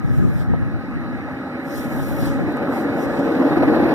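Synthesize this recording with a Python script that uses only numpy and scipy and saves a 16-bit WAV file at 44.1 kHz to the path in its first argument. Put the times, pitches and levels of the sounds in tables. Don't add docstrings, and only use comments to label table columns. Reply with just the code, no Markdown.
import sys
import numpy as np
from scipy import signal
from scipy.fft import rfft, irfft
from scipy.io import wavfile
from scipy.ndimage import uniform_filter1d, minimum_filter1d

SR = 44100
rng = np.random.default_rng(int(sys.argv[2]) if len(sys.argv) > 2 else 0)


def master(y):
    cut = np.clip(np.atleast_2d(y).T, -1, 1)
    pcm = np.round(cut * 32767)
    wavfile.write(sys.argv[1], SR, pcm.astype(np.int16))


N = 173754
T = np.arange(N) / SR
HZ = np.fft.rfftfreq(N, 1 / SR)

# (time [s], level [dB])
APPROACH = [(0, -21.5), (1.0, -19), (1.7, -14.5), (2.2, -11.5), (2.7, -5.5), (3.12, -4.5), (3.4, -1),
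            (3.94, 3)]
# (frequency [Hz], level [dB per Hz])
ROLLING = [(50, -82), (110, -64.5), (190, -48.5), (255, -44), (330, -40.5), (400, -47.5), (470, -46.5),
           (600, -45), (670, -51), (800, -48.5), (950, -58), (1270, -59.5), (1400, -61.5), (1600, -60),
           (2050, -67), (2550, -69.5), (2900, -77), (3350, -82), (3800, -78.5), (4400, -76), (5000, -87),
           (6800, -96.5), (9000, -101), (13000, -94.5), (15500, -99)]


def amp(db):
    return 10 ** (np.asarray(db) / 20)


def unit(x):
    return x / np.sqrt(np.mean(x ** 2) + 1e-20)


def read(points):
    hz, value = np.transpose(points)
    return np.interp(np.log(HZ + 1), np.log(hz + 1), value)


def curve(points, column=1):
    rows = np.array(points)
    return np.interp(T, rows[:, 0], rows[:, column])


def noise(db_per_hz):
    return irfft(rfft(rng.standard_normal((2, N))) * amp(db_per_hz), N) * np.sqrt(SR / 2)


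def wander(rate_hz):
    spectrum = rfft(rng.standard_normal(N))
    return unit(irfft(spectrum * HZ / (HZ + 3) / (1 + (HZ / rate_hz) ** 4), N))


def patchy(x, depth_db):
    slices = signal.stft(x, nperseg=512, noverlap=384)[2]
    patches = rng.standard_normal(slices.shape[:0:-1])
    patches = uniform_filter1d(patches, size=16, axis=0)
    patches = unit(uniform_filter1d(patches, size=4, axis=1))
    return signal.istft(slices * amp(depth_db * patches.T), nperseg=512, noverlap=384)[1][:, :N]


def ring(hz, width_hz):
    return unit(noise(-20 * np.log10(1 + ((HZ - hz) / width_hz * 2) ** 2)))


def tone(hz, waver, flicker_db):
    phase = 2 * np.pi * np.cumsum(hz * (1 + waver * wander(rate_hz=20.2))) / SR
    return unit(amp(flicker_db * wander(rate_hz=19)) * np.sin(phase))


def blow(start, decay_s, attack_s):
    age = np.maximum(T - start, 0)
    return np.minimum(age / attack_s, 1) * np.exp(-age / decay_s)


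def swells(rows):
    return sum(amp(db) * np.sin(np.pi * np.clip((T - start) / length, 0, 1)) for start, length, db in rows)


def street():
    # (frequency [Hz], level [dB per Hz])
    colour = [(50, -77), (110, -63.5), (200, -59), (270, -52.5), (420, -73.5), (570, -70.5), (680, -71),
              (800, -66), (1000, -73.5), (1270, -68), (1450, -69), (1700, -71), (2050, -68.5), (2900, -88),
              (3350, -98), (3900, -84.5), (5000, -98), (7000, -106), (9500, -107), (12000, -105),
              (15500, -114)]
    # (time [s], level [dB])
    loudness = [(0, -3), (.8, -1), (1.2, 1), (2.0, 1), (3.94, 5)]
    return patchy(noise(read(colour)), depth_db=2.0) * amp(curve(loudness))


def rolling(near_db):
    judder_db = 1.5 * wander(rate_hz=38)
    return patchy(noise(read(ROLLING)), depth_db=1.46) * amp(near_db + judder_db - 2.5)


def gear_hum(near_db):
    # (pitch [Hz], width [Hz], level when close [dB], share of the approach followed [0-1])
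    notes = [(245, 42, -31.5, 0.6), (326, 55, -31, 0.54), (574, 45, -38, 0.68), (471, 53, -30.5, 1),
             (1020, 38, -43, 1)]
    return sum(ring(hz, width) * amp(db + share * near_db) for hz, width, db, share in notes)


def body_drone(near_db):
    # (time [s], pitch [Hz])
    pitch = [(0, 261.5), (1.9, 258), (2.5, 284), (3.35, 271.5), (3.6, 293.5), (3.94, 298)]
    return tone(curve(pitch), waver=0.055, flicker_db=2) * amp(-26 + 0.61 * near_db)


def singing_rails(near_db):
    # (pitch [Hz], level when close [dB], share of the approach followed [0-1])
    notes = [(799, -46, 0.25), (1254, -45.5, 0.17), (1290, -47.5, 0.098), (1492, -44.5, 0.51),
             (1680, -47, 0.1)]
    return sum(tone(hz, waver=0.009, flicker_db=4) * amp(db + share * near_db) for hz, db, share in notes)


def wind():
    # (time [s], level [dB])
    strength = [(0, -16), (.2, -4), (.4, -11), (.66, -6.5), (.7, -24), (.75, -9.5), (.82, -24),
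                (.96, -14.5), (1.3, -25.5), (1.42, -39), (1.64, -36), (1.75, -22), (1.95, -17.5),
                (2.24, -11.5), (2.5, -17), (2.65, -26), (3.0, -24), (3.4, -30), (3.66, -15), (3.94, -25)]
    # (frequency [Hz], level [dB per Hz])
    rumble_colour = [(20, -60), (45, -40.5), (80, -39), (130, -34.5), (200, -42), (300, -58), (400, -62),
                     (600, -88), (1200, -110.5)]
    # (start [s], length [s], level [dB])
    gusts = [(.025, .025, -8), (0.172, 0.035, -4), (0.208, 0.08, -1), (0.29, .03, -6), (0.49, 0.06, -7),
             (2.391, 0.041, -4)]
    # (frequency [Hz], level [dB per Hz])
    gust_colour = [(20, -66), (45, -55), (80, -43), (130, -37), (200, -38), (330, -45), (450, -53),
                   (600, -65), (900, -81), (1500, -106)]
    # (frequency [Hz], likeness [0-1])
    mirroring = [(90, .985), (170, .95), (280, .85), (450, .7)]
    force = amp(curve(strength) + 1.5 * wander(rate_hz=22.2) + 5.5)
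    mirrored, common = rfft(noise(read(rumble_colour)) * force + noise(read(gust_colour)) * swells(gusts))
    likeness = np.clip(read(mirroring), 0, 1)
    mirrored = mirrored * np.sqrt((1 + likeness) / 2) * np.array([[1], [-1]])
    common = common * np.sqrt((1 - likeness) / 2)
    return irfft(mirrored + common, N) * amp([[0.93], [-0.93]])


def hiss():
    # (time [s], upper level [dB], lower level [dB])
    loudness = [(0, -26, -29), (.06, -16.5, -13), (.18, -9, -9), (.25, -17, -11), (.34, -10, -13),
                (.42, -11, -5), (.48, -27, -28), (1.55, -27, -57), (1.66, -11.5, -10), (1.78, 2.5, 1),
                (1.89, -2.5, -6.5), (2.03, 0.5, -1.5), (2.14, 1, -5), (2.26, 1, 5), (2.38, -15, -10),
                (2.67, -16, -21.5), (3.2, -12.5, -6.5), (3.94, -9, -27)]
    # (frequency [Hz], level [dB per Hz])
    upper_colour = [(3000, -105), (7000, -120), (9800, -88.5), (10800, -84.5), (14000, -84), (15500, -87.5)]
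    # (frequency [Hz], level [dB per Hz])
    lower_colour = [(1500, -100), (3000, -82), (4000, -82), (4800, -84.5), (5500, -83.5), (6500, -86),
                    (8200, -87), (11000, -104), (15000, -108)]
    # (start [s], length [s], level [dB])
    puffs = [(2.684, 0.18, -6.5), (2.961, 0.11, -5.5)]
    upper = noise(read(upper_colour)) * (amp(curve(loudness, column=1)) + swells(puffs))
    lower = noise(read(lower_colour)) * (amp(curve(loudness, column=2)) + swells(puffs))
    return patchy(upper + lower, depth_db=2.5) * amp(0.64 * wander(rate_hz=22))


def wind_thumps():
    # (time [s], level [dB], half-width [s])
    swirls = [(.0475, 0, .0011), (.104, -4, .0008), (.1125, 4, .0014), (.184, -4, .0011), (.234, 1, .0012),
              (.2505, 1, .0009), (.279, -7, .0008), (.5, -2.5, .0008), (.518, -6, .001), (.533, 3, .0012),
              (.673, -5, .0015), (.741, -8, .0016)]
    push = sum(amp(db) * np.exp(-.5 * ((T - time) / width) ** 2) for time, db, width in swirls)
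    swing = signal.sosfilt(signal.butter(3, 110, "high", fs=SR, output="sos"), push)
    return swing * np.array([[1], [-amp(-2.5)]])


def whistle():
    # (start [s], length [s], level [dB])
    whistles = [(.33, 0.17, -68), (1.69, 0.042, -53), (1.76, 0.052, -48)]
    return ring(hz=5400, width_hz=220) * swells(whistles)


def bump():
    pitch_hz, width_hz = 616, 670
    push = rng.standard_normal((2, N)) * blow(start=0.536, decay_s=0.007, attack_s=0.00034)
    body = 1 / (1 + ((HZ - pitch_hz) / width_hz * 2) ** 4)
    return irfft(rfft(push) * body, N) * np.sqrt(SR / 2 / width_hz) * amp(-18)


def motor_whine():
    # (time [s], pitch [Hz], level [dB])
    note = [(0, 552, -77), (1.3, 553, -49.5), (1.75, 566, -38.5), (2.05, 550, -40), (2.33, 558, -32.5),
            (2.5, 562, -43), (3.0, 558, -41), (3.21, 567, -25.5), (3.35, 568, -46), (3.94, 565, -38)]
    return tone(curve(note, column=1), waver=0.005, flicker_db=1.8) * amp(curve(note, column=2))


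def joint_knocks(near_db):
    # (start [s], strength [dB], fade time [s], body pitch [Hz])
    hits = [(1.732, -4, .018, 322), (1.853, 2, .02, 248), (1.949, 3, 0.018, 250), (2.109, -1.5, 0.024, 284),
            (2.225, 3.5, 0.0086, 286), (2.346, -1.5, 0.024, 251), (2.48, 1, 0.018, 305),
            (2.681, 4, 0.013, 266), (2.833, -0.5, 0.028, 288), (2.99, -2.5, 0.025, 255),
            (3.184, -0.5, 0.034, 275), (3.392, 2, 0.045, 261), (3.45, -4, 0.027, 283),
            (3.519, 2, 0.027, 292.5), (3.598, -1, 0.037, 290.2), (3.718, 0.5, 0.033, 320)]
    grit = noise(read(ROLLING) - 10 * np.log10(1 + (HZ / 900) ** 2) - 3.5)
    knocks = np.zeros((2, N))
    for start, db, decay, hz in hits:
        force = amp(db + 0.5 * near_db) * blow(start, decay, attack_s=0.0032)
        knocks += grit * force
        knocks[0] += amp(-12.5) * force * np.sin(2 * np.pi * hz * (T - start))
    return knocks


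def clatter():
    # (start [s], level [dB per Hz], fade time [s])
    hits = [(2.25, -65, 0.045), (2.669, -54.5, 0.016), (2.704, -59, 0.016), (2.721, -58, 0.011),
            (2.838, -60, .02), (3.19, -59, .025), (3.556, -55, .012), (3.735, -59, 0.05)]
    # (frequency [Hz], level [dB])
    colour = [(300, -14), (700, -2), (1200, -.5), (1700, -4), (2200, -20), (3000, -34), (8000, -58)]
    force = sum(amp(db) * blow(start, decay, attack_s=0.0045) for start, db, decay in hits)
    return noise(read(colour)) * force


def ticks():
    # (start [s], level [dB per Hz])
    hits = [(2.523, -83), (2.570, -82), (3.192, -83)]
    return noise(0) * sum(amp(db) * blow(start, decay_s=0.0018, attack_s=0.00028) for start, db in hits)


def wheel_groan():
    return tone(hz=463, waver=0.012, flicker_db=1.5) * swells([(3.2, 0.26, -27.5)])


def wheel_ring():
    return ring(hz=3740, width_hz=110) * swells([(3.495, 0.07, -49)])


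def ports(pair):
    # (frequency [Hz], likeness [0-1])
    alike = [(100, 1), (300, 0.99), (500, 0.81), (700, .99), (1150, 1), (1500, 0.85), (2200, 0.99),
             (2600, 0.76), (3200, 0.31), (4000, 0.73), (4280, 1), (4600, 1), (4900, 0.22), (5500, 1),
             (6000, 0.83), (6500, 0.39), (15000, 0.43)]
    # (frequency [Hz], lead [radians])
    lead = [(100, 0), (250, .05), (380, .55), (500, -.25), (1100, 0), (1400, -.3), (1750, -1.1), (2100, -3),
            (2650, -3.6), (3300, -5.3), (3750, -8.2), (4250, -9.35), (4600, -9.48), (4800, -9.8),
            (5000, -12.6), (6100, -12.5), (6500, -9.4), (7000, -9.4), (14400, 9.4), (15500, 11)]
    # (frequency [Hz], left minus right [dB])
    balance = [(160, 0.5), (270, -2), (440, 5.5), (700, 0), (1250, 0.5), (2000, -2), (3300, 1.5),
               (5400, -2.5), (8800, 12), (11000, 7.5), (14500, 1.5)]
    likeness = np.clip(read(alike), 0, 1)
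    shared = rfft(pair[0]) * np.sqrt((1 + likeness) / 2)
    apart = rfft(pair[1]) * np.sqrt((1 - likeness) / 2)
    turn = np.exp(1j * np.interp(HZ, *np.transpose(lead)))
    lean = amp(read(balance))
    left, right = (shared + apart) * lean, (shared - apart) / turn
    return irfft(np.array([left, right]) * np.sqrt(2 / (1 + lean ** 2)), N)


def scene():
    near_db = curve(APPROACH)
    car = rolling(near_db) + gear_hum(near_db) + joint_knocks(near_db) + clatter() + wheel_ring()
    car[0] += body_drone(near_db) + motor_whine() + wheel_groan() + singing_rails(near_db)
    return ports(car + street() + hiss() + whistle() + ticks() + bump()) + wind() + wind_thumps()


def record(dry):
    bass_hz, ceiling, treble_hz = 52, 0.85, 15550
    thin = signal.sosfilt(signal.butter(4, bass_hz, "high", fs=SR, output="sos"), dry)
    headroom = np.minimum(ceiling / (abs(thin).max(axis=0) + 1e-9), 1)
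    held = thin * uniform_filter1d(minimum_filter1d(headroom, size=600), size=600)
    treble_cut = signal.firwin(511, treble_hz, window=("kaiser", 9), fs=SR)
    return signal.oaconvolve(held, treble_cut[None], "same")


dry = scene()
out = record(dry)
master(out)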